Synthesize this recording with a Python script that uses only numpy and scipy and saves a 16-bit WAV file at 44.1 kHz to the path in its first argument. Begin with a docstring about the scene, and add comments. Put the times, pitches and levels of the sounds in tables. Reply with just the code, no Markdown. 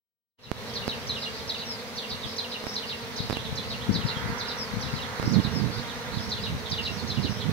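"""After a short silence the recorder fades in on honeybees circling a bucket on a pole beside a shed:
their periodic wingbeats sum to a hum. A small bird repeats a two-note chirp, a gliding whistle roughened
by reflections, while sparrows twitter in the pines. Early on, lone bees fly past and the first of a few
taps lands on the right microphone port. Midway, bees swing close, and the turbulent pressure of a light
breeze buffets and thumps first the left port, then, towards the end, the right."""
import sys
import numpy as np
from scipy import signal
from scipy.fft import rfft, irfft, next_fast_len
from scipy.io import wavfile
from scipy.ndimage import uniform_filter1d, map_coordinates

SR = 44100
rng = np.random.default_rng(int(sys.argv[2]) if len(sys.argv) > 2 else 0)


def transcribe(signal):
    """Save signal, clipped to [-1, 1], as a 16-bit WAV file at the path in sys.argv[1]."""
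    frames = np.atleast_2d(signal).T
    limited = np.clip(frames, -1, 1)
    pcm = np.round(limited * 32767).astype(np.int16)
    wavfile.write(sys.argv[1], SR, pcm)


N = 331632
LEFT, RIGHT = "left", "right"


def amp(db):
    """Amplitude grows tenfold for every 20 decibels."""
    return 10 ** (np.asarray(db) / 20)


def unit(x):
    """Normalisation to an rms of 1."""
    return x / np.sqrt(np.mean(x ** 2) + 1e-20)


def along(points, hz):
    """Interpolation of (frequency_hz, value) points on a logarithmic frequency axis."""
    frequencies, values = np.transpose(points)
    return np.interp(np.log(hz + 1), np.log(frequencies + 1), values)


def curves(rows):
    """Linear interpolation in time: one value per sample for each column after the first."""
    times, *columns = np.transpose(rows)
    return [np.interp(np.arange(N) / SR, times, column) for column in columns]


def wobble(rate, size=N):
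    """Smooth random modulation: a spline through `rate` knots a second, over the whole scene."""
    knots = rng.standard_normal(1024)
    return map_coordinates(knots, [np.linspace(0, rate * N / SR, size)], mode="mirror")


def filtered(x, response):
    """Linear filtering: the spectrum is multiplied by a frequency response."""
    size = next_fast_len(N + SR // 4, True)
    return irfft(rfft(x, size) * response(np.fft.rfftfreq(size, 1 / SR)), size)[..., :N]


def panned(lean_db):
    """A level difference, left minus right, is split evenly between the ports."""
    return amp(np.array([[.5], [-.5]]) * lean_db)


def add(track, start_s, sound):
    """Superposition: a sound adds to the track from start_s on."""
    part = track[..., max(round(start_s * SR), 0):][..., :sound.shape[-1]]
    part += sound[..., :part.shape[-1]]


def surround(pair, spectrum, right_lag_s=.00008):
    """Diffuse field: two unrelated signals become alike at the ports where the wavelength is long."""
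    # likeness of the two ports: frequency_hz, coherence
    coherence = [(60, 1), (280, 0.9), (900, 0.72), (1500, 0.21), (3000, 0.021)]
    # imbalance of the field: frequency_hz, left_minus_right_db
    lean = [(200, -1.5), (700, 1), (1300, -0.5), (2400, -7), (4400, 0.5), (8000, 5.5), (15000, 2.5)]

    def mid_side(hz):
        angle = np.arccos(np.clip(along(coherence, hz), -1, 1)) / 2
        return amp(along(spectrum, hz)) * [np.cos(angle), np.sin(angle)]

    def direction(hz):
        return panned(along(lean, hz)) * np.exp(-2j * np.pi * hz * [[0], [right_lag_s]])

    mid, side = filtered(pair, mid_side)
    return unit(filtered(np.array([mid + side, mid - side]), direction))


def yard(x, size=256):
    """Reverberation: shed and trees scatter a different tail to each port, the treble dying first."""
    # time to decay by 60 dB: frequency_hz, t60_s
    decay = [(500, 0.57), (4000, 0.36), (8000, 0.15)]
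    hz, t, spectra = signal.stft(rng.standard_normal((2, SR // 3)), SR, nperseg=size)
    tail = signal.istft(spectra * amp(-60 * t / along(decay, hz)[:, None]), SR, nperseg=size)[1]
    return signal.fftconvolve(x[None], tail / np.linalg.norm(tail[0]), axes=1)


def open_air():
    """Ambient noise: a steady broadband hush arrives from all sides."""
    # spectrum of the hush: frequency_hz, density_db
    hush = [(25, -7.5), (100, -2), (330, 0.5), (600, 4.5), (1000, -5.5), (2500, -7), (4000, -0.5),
            (5500, -13), (7300, -15.5), (15500, -18)]
    return amp(-40.5) * surround(rng.standard_normal((2, N)), hush)


def slide(from_hz, to_hz, attack_s, release_s, ends_db=-12):
    """A glide, loudest in its middle, as a contour: time_s, pitch_hz, level_db."""
    return [(-attack_s, from_hz, ends_db), (0, np.sqrt(from_hz * to_hz), 0), (release_s, to_hz, ends_db)]


def chirp(t, contour, levels_db, rasp, edge_s=.002, flutter_db=3, rough_floor=.42):
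    """Random frequency and amplitude modulation roughen a whistle that glides along a contour."""
    # low, middle and top register, one for each of levels_db: pitch_hz
    registers = [3000, 3900, 5500]
    times, hz, db = np.transpose(contour)
    times = np.sort(times) * np.exp(.0703 * rng.standard_normal())  # no two notes last equally long
    log_pitches = np.log(hz) + .01402 * rng.standard_normal(len(hz))
    glide = np.exp(np.interp(t, times, log_pitches))
    quiver = np.interp(t, np.linspace(t[0], t[-1], 200), rng.standard_normal(200))
    flutter = np.interp(t, np.linspace(t[0], t[-1], 50), rng.standard_normal(50))
    roughness = rough_floor + (1 - rough_floor) * np.exp(-((glide - 4200) / 1000) ** 2)
    pitch = glide * np.exp(rasp * quiver * roughness)
    edges = np.clip(np.minimum(t - times[0], times[-1] - t) / edge_s, 0, 1)
    level_db = np.interp(t, times, db) + np.interp(glide, registers, levels_db)
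    envelope = edges * amp(level_db + flutter_db * flutter * roughness)
    return envelope * np.sin(2 * np.pi * np.cumsum(pitch) / SR)


def far_flock(level_db=-45.5, centre_hz=4100, spread=.24, sweep=.13, count=190):
    """Reverberation smears the short, harsh glides of distant sparrows into an unbroken twitter."""
    track, t = np.zeros(N), np.arange(-SR // 20, SR // 20) / SR
    for turn, (late, pitch, slope) in enumerate(rng.uniform(-1, 1, (count, 3))):
        hz, bend = centre_hz * np.exp(spread * pitch), np.exp(sweep * slope)
        contour = slide(hz * bend, hz / bend, attack_s=.0142, release_s=.0255)
        add(track, (turn + late) * N / SR / count, chirp(t, contour, [0] * 3, rasp=.0597))
    return amp(level_db) * unit(yard(track)[:, :N])


def bird_notes(notes, rasp, lean_db, echo_db, reverb_db, right_lag_s):
    """Interference: quick reflections from roof and ground make each chirped note flutter."""
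    out, t = np.zeros((2, N)), np.arange(-.08, .1, 1 / SR)
    high_pass = signal.butter(4, 3000, "high", fs=SR, output="sos")  # mostly the treble is scattered
    for time_s, contour, levels_db in notes:
        start_s = time_s + t[0]
        note = chirp(t, contour, levels_db, rasp)
        scattered = signal.sosfilt(high_pass, note)
        add(out, start_s, amp(reverb_db) * yard(scattered))
        for port, gain, lag_s in zip(out, panned(lean_db), (0, right_lag_s)):
            add(port, start_s + lag_s, gain * note)
            for delay_s in rng.uniform(.002, .024, 7):
                add(port, start_s + delay_s, gain * amp(echo_db) * scattered)
    return out


def far_birds():
    """Single glides from farther off: the deeper the frequency modulation, the buzzier the note."""
    # thin falling whistles: time_s, level_db
    whistles = [(1.715, -29.5), (4.622, -28.5), (5.575, -32.5)]
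    # short cheeps: time_s, level_db, from_hz, to_hz
    cheeps = [(.682, -42, 4470, 3950), (1.4, -40.5, 4300, 3070), (2.245, -34, 3960, 3000),
              (3.395, -38, 2900, 4100), (3.455, -38, 4420, 3150), (3.826, -37, 2770, 4420),
              (4.168, -36, 3450, 3000), (5.035, -36, 3900, 3030), (5.79, -38, 3490, 4330),
              (5.9, -38, 4400, 3074), (6.14, -37, 3990, 4600), (6.187, -38, 4450, 2940),
              (6.669, -35.5, 3750, 3290), (7.0, -37.5, 4220, 4800), (7.42, -33.5, 4200, 3070)]
    # buzzy rising rasps: time_s, level_db, pitch_hz
    rasps = [(1.345, -42, 4530), (2.28, -37.5, 4830), (2.682, -37, 5170), (3.2, -37.5, 4300),
             (4.93, -42, 4790), (5.26, -38.5, 5230), (5.74, -39.5, 4650), (6.208, -39.5, 5100),
             (6.931, -41, 5340), (7.309, -40.5, 5300)]
    thin = [(s, slide(5600, 4610, .055, .033), [db] * 3) for s, db in whistles]
    short = [(s, slide(from_hz, to_hz, .025, .0294), [db] * 3) for s, db, from_hz, to_hz in cheeps]
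    buzzy = [(s, slide(hz * .96, hz * 1.07, .045, .0806), [db] * 3) for s, db, hz in rasps]
    return (bird_notes(thin, rasp=.042, lean_db=3.5, echo_db=-12.5, reverb_db=-10, right_lag_s=.0001)
            + bird_notes(short, rasp=.086, lean_db=-11.5, echo_db=-16, reverb_db=-1.5, right_lag_s=.00028)
            + bird_notes(buzzy, rasp=.12, lean_db=3, echo_db=-25, reverb_db=2.5, right_lag_s=.00029))


def near_bird(flick_db=-33):
    """Frequency modulation: each of two notes flicks up, slurs down, hiccups and ends low."""
    # first note: time_from_accent_s, pitch_hz, level_db
    lead = [(-.03, 4500, 0), (-.023, 6400, -4.5), (-.016, 5400, -3), (-.007, 4450, 3), (.005, 3900, 1.5),
            (.02, 3450, -5.5), (.038, 3200, -17), (.049, 4000, -4.5), (.056, 2950, -0.5), (.08, 2670, -3.5)]
    # second note: time_from_accent_s, pitch_hz, level_db
    reply = [(-.034, 4485, -16), (-.016, 5200, -9), (-.003, 4200, 0), (.009, 3656, -4.5),
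             (.018, 4220, -1.5), (.025, 2950, -3.5), (.036, 2788, -1), (.055, 2746, -7)]
    # two-note calls: time_s, lead_db, lead_ending_extra_db, gap_s, reply_db, reply_ending_extra_db
    calls = [(0.313, -36, 0, 0.13, -34, -1), (0.766, -31, -2.5, 0.13, -30.5, 0),
             (1.102, -29, -2, 0.13, -28.5, -3.5), (1.502, -27, -7, 0.094, -32, -4),
             (1.983, -30.5, -4, 0.13, -30.5, -10), (2.392, -30.5, -3, 0.13, -31.5, 1),
             (2.769, -31, -2.5, 0.13, -30.5, -1), (3.19, -35, -9, .14, -32.5, 0),
             (3.582, -31.5, -6, 0.13, -32.5, 1.5), (3.956, -29.5, -6.5, 0.13, -28.5, -6),
             (4.408, -30.5, -12, 0.09, -30.5, -10), (4.834, -36, 0, 0.13, -37.5, 3),
             (5.347, -33.5, -7, 0.1, -32, -7), (6.322, -31, -4.5, 0.12, -30, -3),
             (6.727, -31, 5.5, 0.12, -29, 2), (7.108, -31, -2.5, 0.13, -29.5, -2)]
    leads = [(s, lead, (db + end_db, db, flick_db)) for s, db, end_db, *_ in calls]
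    replies = [(s + gap_s, reply, (db + end_db, db, db)) for s, _, _, gap_s, db, end_db in calls]
    return (bird_notes(leads, rasp=.0683, lean_db=-4, echo_db=-14.5, reverb_db=-3, right_lag_s=.00027)
            + bird_notes(replies, rasp=.0845, lean_db=-3.5, echo_db=-10.5, reverb_db=-3.5,
                         right_lag_s=.00028))


def port_resonance(song, centre_hz=3960, half_width_hz=146, peak_db=4):
    """A resonance of the microphone ports lifts a narrow band of the chirps."""
    return filtered(song, lambda hz: amp(peak_db / (1 + ((hz - centre_hz) / half_width_hz) ** 2)))


def buffet(spectrum, window=1200):
    """Turbulent pressure: unrelated noise at each port, its power evened out over about 30 ms."""
    noise = unit(filtered(rng.standard_normal((2, N)), lambda hz: amp(along(spectrum, hz))))
    return noise / np.sqrt(np.abs(uniform_filter1d(noise ** 2, window)) + .0076)


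def breeze(crossover_db=-23, eddy_db=3.5, eddies_per_s=40):
    """Turbulence: gusts add their power to the light air, and stronger flow reaches higher in pitch."""
    # light air between gusts: time_s, left_db, right_db
    light_air = [(.6, -40, -41), (2.7, -52.5, -48), (3.5, -35.5, -34.5), (4.7, -40.5, -45), (5.6, -47, -44),
                 (6.4, -37.5, -34.5), (6.8, -52, -30.5), (7.5, -44, -28.5)]
    # gusts on one port: peak_s, level_db, length_s, port
    gusts = [(1.127, -34.5, 0.078, LEFT), (2.146, -32.5, 0.037, LEFT), (2.262, -26, 0.022, LEFT),
             (3.238, -26.5, 0.035, LEFT), (3.501, -32.5, 0.058, LEFT), (3.898, -16, 0.015, LEFT),
             (3.915, -27, 0.036, RIGHT), (3.948, -20.5, 0.045, LEFT), (4.026, -31, 0.15, LEFT),
             (4.266, -25.5, 0.09, LEFT), (4.782, -32, 0.03, LEFT), (4.92, -29.5, 0.26, LEFT),
             (5.263, -31, 0.097, LEFT), (5.27, -21.5, 0.081, RIGHT), (5.358, -15, 0.081, RIGHT),
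             (5.57, -22.5, 0.3, RIGHT), (5.657, -20, .03, RIGHT), (6.195, -26, 0.13, RIGHT),
             (6.532, -30, 0.066, LEFT), (6.542, -30.5, 0.053, RIGHT), (6.946, -29.5, 0.12, RIGHT),
             (7.188, -21, 0.022, RIGHT), (7.26, -23.5, 0.085, RIGHT), (7.495, -21, 0.051, RIGHT)]
    # spectrum of weak flow: frequency_hz, density_db
    weak = [(20, -59), (45, -18), (75, -1.5), (115, 1.5), (170, -4.5), (230, -8), (320, -58)]
    # spectrum of strong flow: frequency_hz, density_db
    strong = [(25, -54), (80, -20), (130, -1.5), (200, 3.5), (280, -4), (380, -12), (600, -21), (1500, -59)]
    t = np.arange(N) / SR
    power = amp(curves(light_air)) ** 2
    for peak_s, db, length_s, port in gusts:
        offset = 2 * np.abs(t - peak_s) / length_s
        power[int(port == RIGHT)] += amp(db) ** 2 * np.exp(-np.minimum(offset, 10) ** 2)
    force = np.sqrt(power)
    strong_share = 1 / (1 + (amp(crossover_db) / force) ** 2)
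    eddies = amp(eddy_db * np.array([wobble(eddies_per_s), wobble(eddies_per_s)]))
    rumble = np.sqrt(1 - strong_share) * buffet(weak) + np.sqrt(strong_share) * buffet(strong)
    return force * eddies * rumble


def thumps(full_scale_hz=194, hz_per_db=3.5):
    """An eddy's low-pressure core crosses a port: one brief suction between two softer pushes."""
    # single eddies: time_s, peak_db, port
    eddies = [(2.262, -28, LEFT), (3.206, -12.5, LEFT), (3.528, -15.5, LEFT), (3.894, -3.5, LEFT),
              (3.913, -7.5, LEFT), (3.962, -13, LEFT), (4.171, -15, LEFT), (4.303, -15.5, RIGHT),
              (4.739, -13.5, LEFT), (4.772, -13, LEFT), (4.939, -12.5, LEFT), (5.279, -7.5, RIGHT),
              (5.36, -6.5, RIGHT), (5.39, -8, RIGHT), (5.4, -3.5, RIGHT), (5.452, -10, RIGHT),
              (5.663, -10, RIGHT), (6.174, -13, RIGHT), (6.526, -14, RIGHT), (6.918, -14.5, RIGHT),
              (7.177, -12, RIGHT), (7.193, -13, RIGHT), (7.296, -12, RIGHT), (7.494, -8, RIGHT)]
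    out, t = np.zeros((2, N)), np.arange(-SR // 20, SR // 20) / SR
    for time_s, db, port in eddies:
        pitch_hz = full_scale_hz + hz_per_db * db  # weaker thumps are duller
        radius_squared = (np.pi * pitch_hz * t) ** 2
        pulse = (2 * radius_squared - 1) * np.exp(-radius_squared)
        add(out[int(port == RIGHT)], time_s + t[0], amp(db) * pulse)
    return out


def taps(rise_s=.00004, rebound_ratio=1.65, leak_db=-20.5):
    """A touch on the right port is a pressure impulse: a push, then a slower pull of equal area."""
    # touches on the port: start_s, push_db, fall_s
    touches = [(.516, -7.5, 0.00093), (0.8796, -7.5, 0.00074), (2.64, -15.5, 0.00057),
               (2.668, -13, 0.00084), (3.299, -10, 0.00087), (3.308, -9.5, 0.00082), (3.3279, -10, 0.00073),
               (3.37, -11, 0.00064), (5.198, -11, 0.0012), (5.228, -11.5, 0.0005)]
    right, t = np.zeros(N), np.arange(SR // 30) / SR
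    for start_s, db, fall_s in touches:
        push = np.exp(-t / fall_s) * (1 - np.exp(-t / rise_s))
        pull = t * np.exp(-t / (rebound_ratio * fall_s))
        add(right, start_s, amp(db) * (push - pull * push.sum() / pull.sum()) / push.max())
    return np.array([amp(leak_db) * right, right])


def passing_bees(close_s=.1565, doppler_share=.04):
    """Doppler effect: a lone bee swells as it nears and sinks in pitch as it goes by."""
    # fly-bys: closest_s, level_db, wingbeat_hz
    passes = [(0.701, -42, 236.4), (0.922, -45, 257), (1.031, -45, 285), (1.78, -45, 251),
              (2.85, -47.5, 233)]
    # first four wingbeat harmonics: level_db
    harmonics = [-9, -1.5, -21, -16.5]
    track, t = np.zeros(N), np.arange(N) / SR
    for closest_s, db, wing_hz in passes:
        ahead = (closest_s - t) / close_s
        distance = np.hypot(1, ahead)
        pitch = wing_hz * (1 + doppler_share * ahead / distance + .0126 * wobble(14))
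        phase = 2 * np.pi * np.cumsum(pitch) / SR
        buzz = sum(amp(tone_db) * np.sin(k * phase) for k, tone_db in enumerate(harmonics, 1))
        track += amp(db) / distance ** 2 * buzz
    return track


def bees(wing_hz, spread, drift, flutter, passing_db, count, size=2048):
    """Periodic wingbeats radiate harmonics; pitch and level wander as each bee turns, nears and leaves."""
    pair, steps, sample_steps = np.zeros((2, N)), np.arange(size), np.linspace(0, size - 1, N)
    for bee, detune in enumerate(np.linspace(-spread, spread, count)):
        harmonics = amp(rng.normal(0, 2, 26)) * np.exp(2j * np.pi * rng.random(26))
        stroke = unit(irfft(np.r_[0, harmonics], size))  # one wingbeat
        pitch = wing_hz * np.exp(detune + drift * wobble(2.2, size) + flutter * wobble(14, size))
        stroke_index = np.interp(sample_steps, steps, np.cumsum(pitch) * N / SR).astype(int) % size
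        nearness = amp(1.24 * passing_db * np.tanh(wobble(1.7, size) / 2))
        pair[bee % 2] += np.interp(sample_steps, steps, nearness) * stroke[stroke_index]
    return pair


def swarm():
    """Incoherent summation blurs the crowd into a hum; brighter bees swing and hover on the right."""
    # swell of the whole swarm: time_s, relative_db
    crowd_swell = [(.7, -46), (1.6, -46.5), (2.8, -46), (3.5, -46), (4.3, -44), (5.9, -45.5), (7.5, -44.5)]
    # swell of the close bees: time_s, relative_db
    close_swell = [(.5, -55.5), (3.0, -52), (3.8, -49), (4.1, -40), (4.35, -37.3), (4.7, -43.5),
                   (5.2, -38.5), (5.5, -43.5), (6.1, -44), (6.5, -49)]
    # spectral envelope of the crowd: frequency_hz, gain_db
    crowd_tone = [(120, -8), (220, 0), (310, -4), (465, 1), (700, -8), (950, -2.26), (1400, -7),
                  (2000, -6.5), (2600, -11.5), (4000, -20.5), (5500, -13)]
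    # spectral envelope of the close bees: frequency_hz, gain_db
    close_tone = [(200, 0), (480, -24), (700, 6), (950, 8.5), (1650, 6.5), (2100, 4.5), (2700, -25),
                  (5000, -34)]
    # spectral envelope of the hovering bees: frequency_hz, gain_db
    hover_tone = [(700, -13), (935, 5.5), (1170, -27), (1400, 6.5), (1640, -3), (1900, -27), (3500, -46)]
    crowd = bees(wing_hz=234.86, spread=.09, drift=.068, flutter=.017, passing_db=4.5, count=44)
    close = bees(wing_hz=228.1, spread=.12, drift=.08, flutter=.02, passing_db=2.5, count=16)
    hovering = bees(wing_hz=233, spread=.002, drift=.009, flutter=.00604, passing_db=.5, count=2)
    hum = amp(curves(crowd_swell)[0] + 9) * surround(crowd, crowd_tone)
    whine = surround(close, close_tone) + amp(-7.5) * surround(hovering, hover_tone)
    return hum + amp(curves(close_swell)[0]) * whine * panned(-10)


def scene():
    """Superposition: air, bees, birds and wind fade in together, and the taps add at full strength."""
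    # the recorder's fade-in: time_s, gain_db
    fade = [(.37, -72), (.39, -26.5), (.44, -16.5), (.52, -11.5), (.6, -5), (.68, -3)]
    background = open_air() + far_flock()
    honeybees = swarm() + passing_bees()
    song = port_resonance(near_bird() + far_birds())
    wind = breeze() + thumps()
    return (background + honeybees + song + wind) * amp(curves(fade)[0]) + taps()


def record(dry, top_hz=15750):
    """Band limiting: the recorder keeps nothing above top_hz."""
    return filtered(dry, lambda hz: hz < top_hz)


dry = scene()
out = record(dry)
transcribe(out)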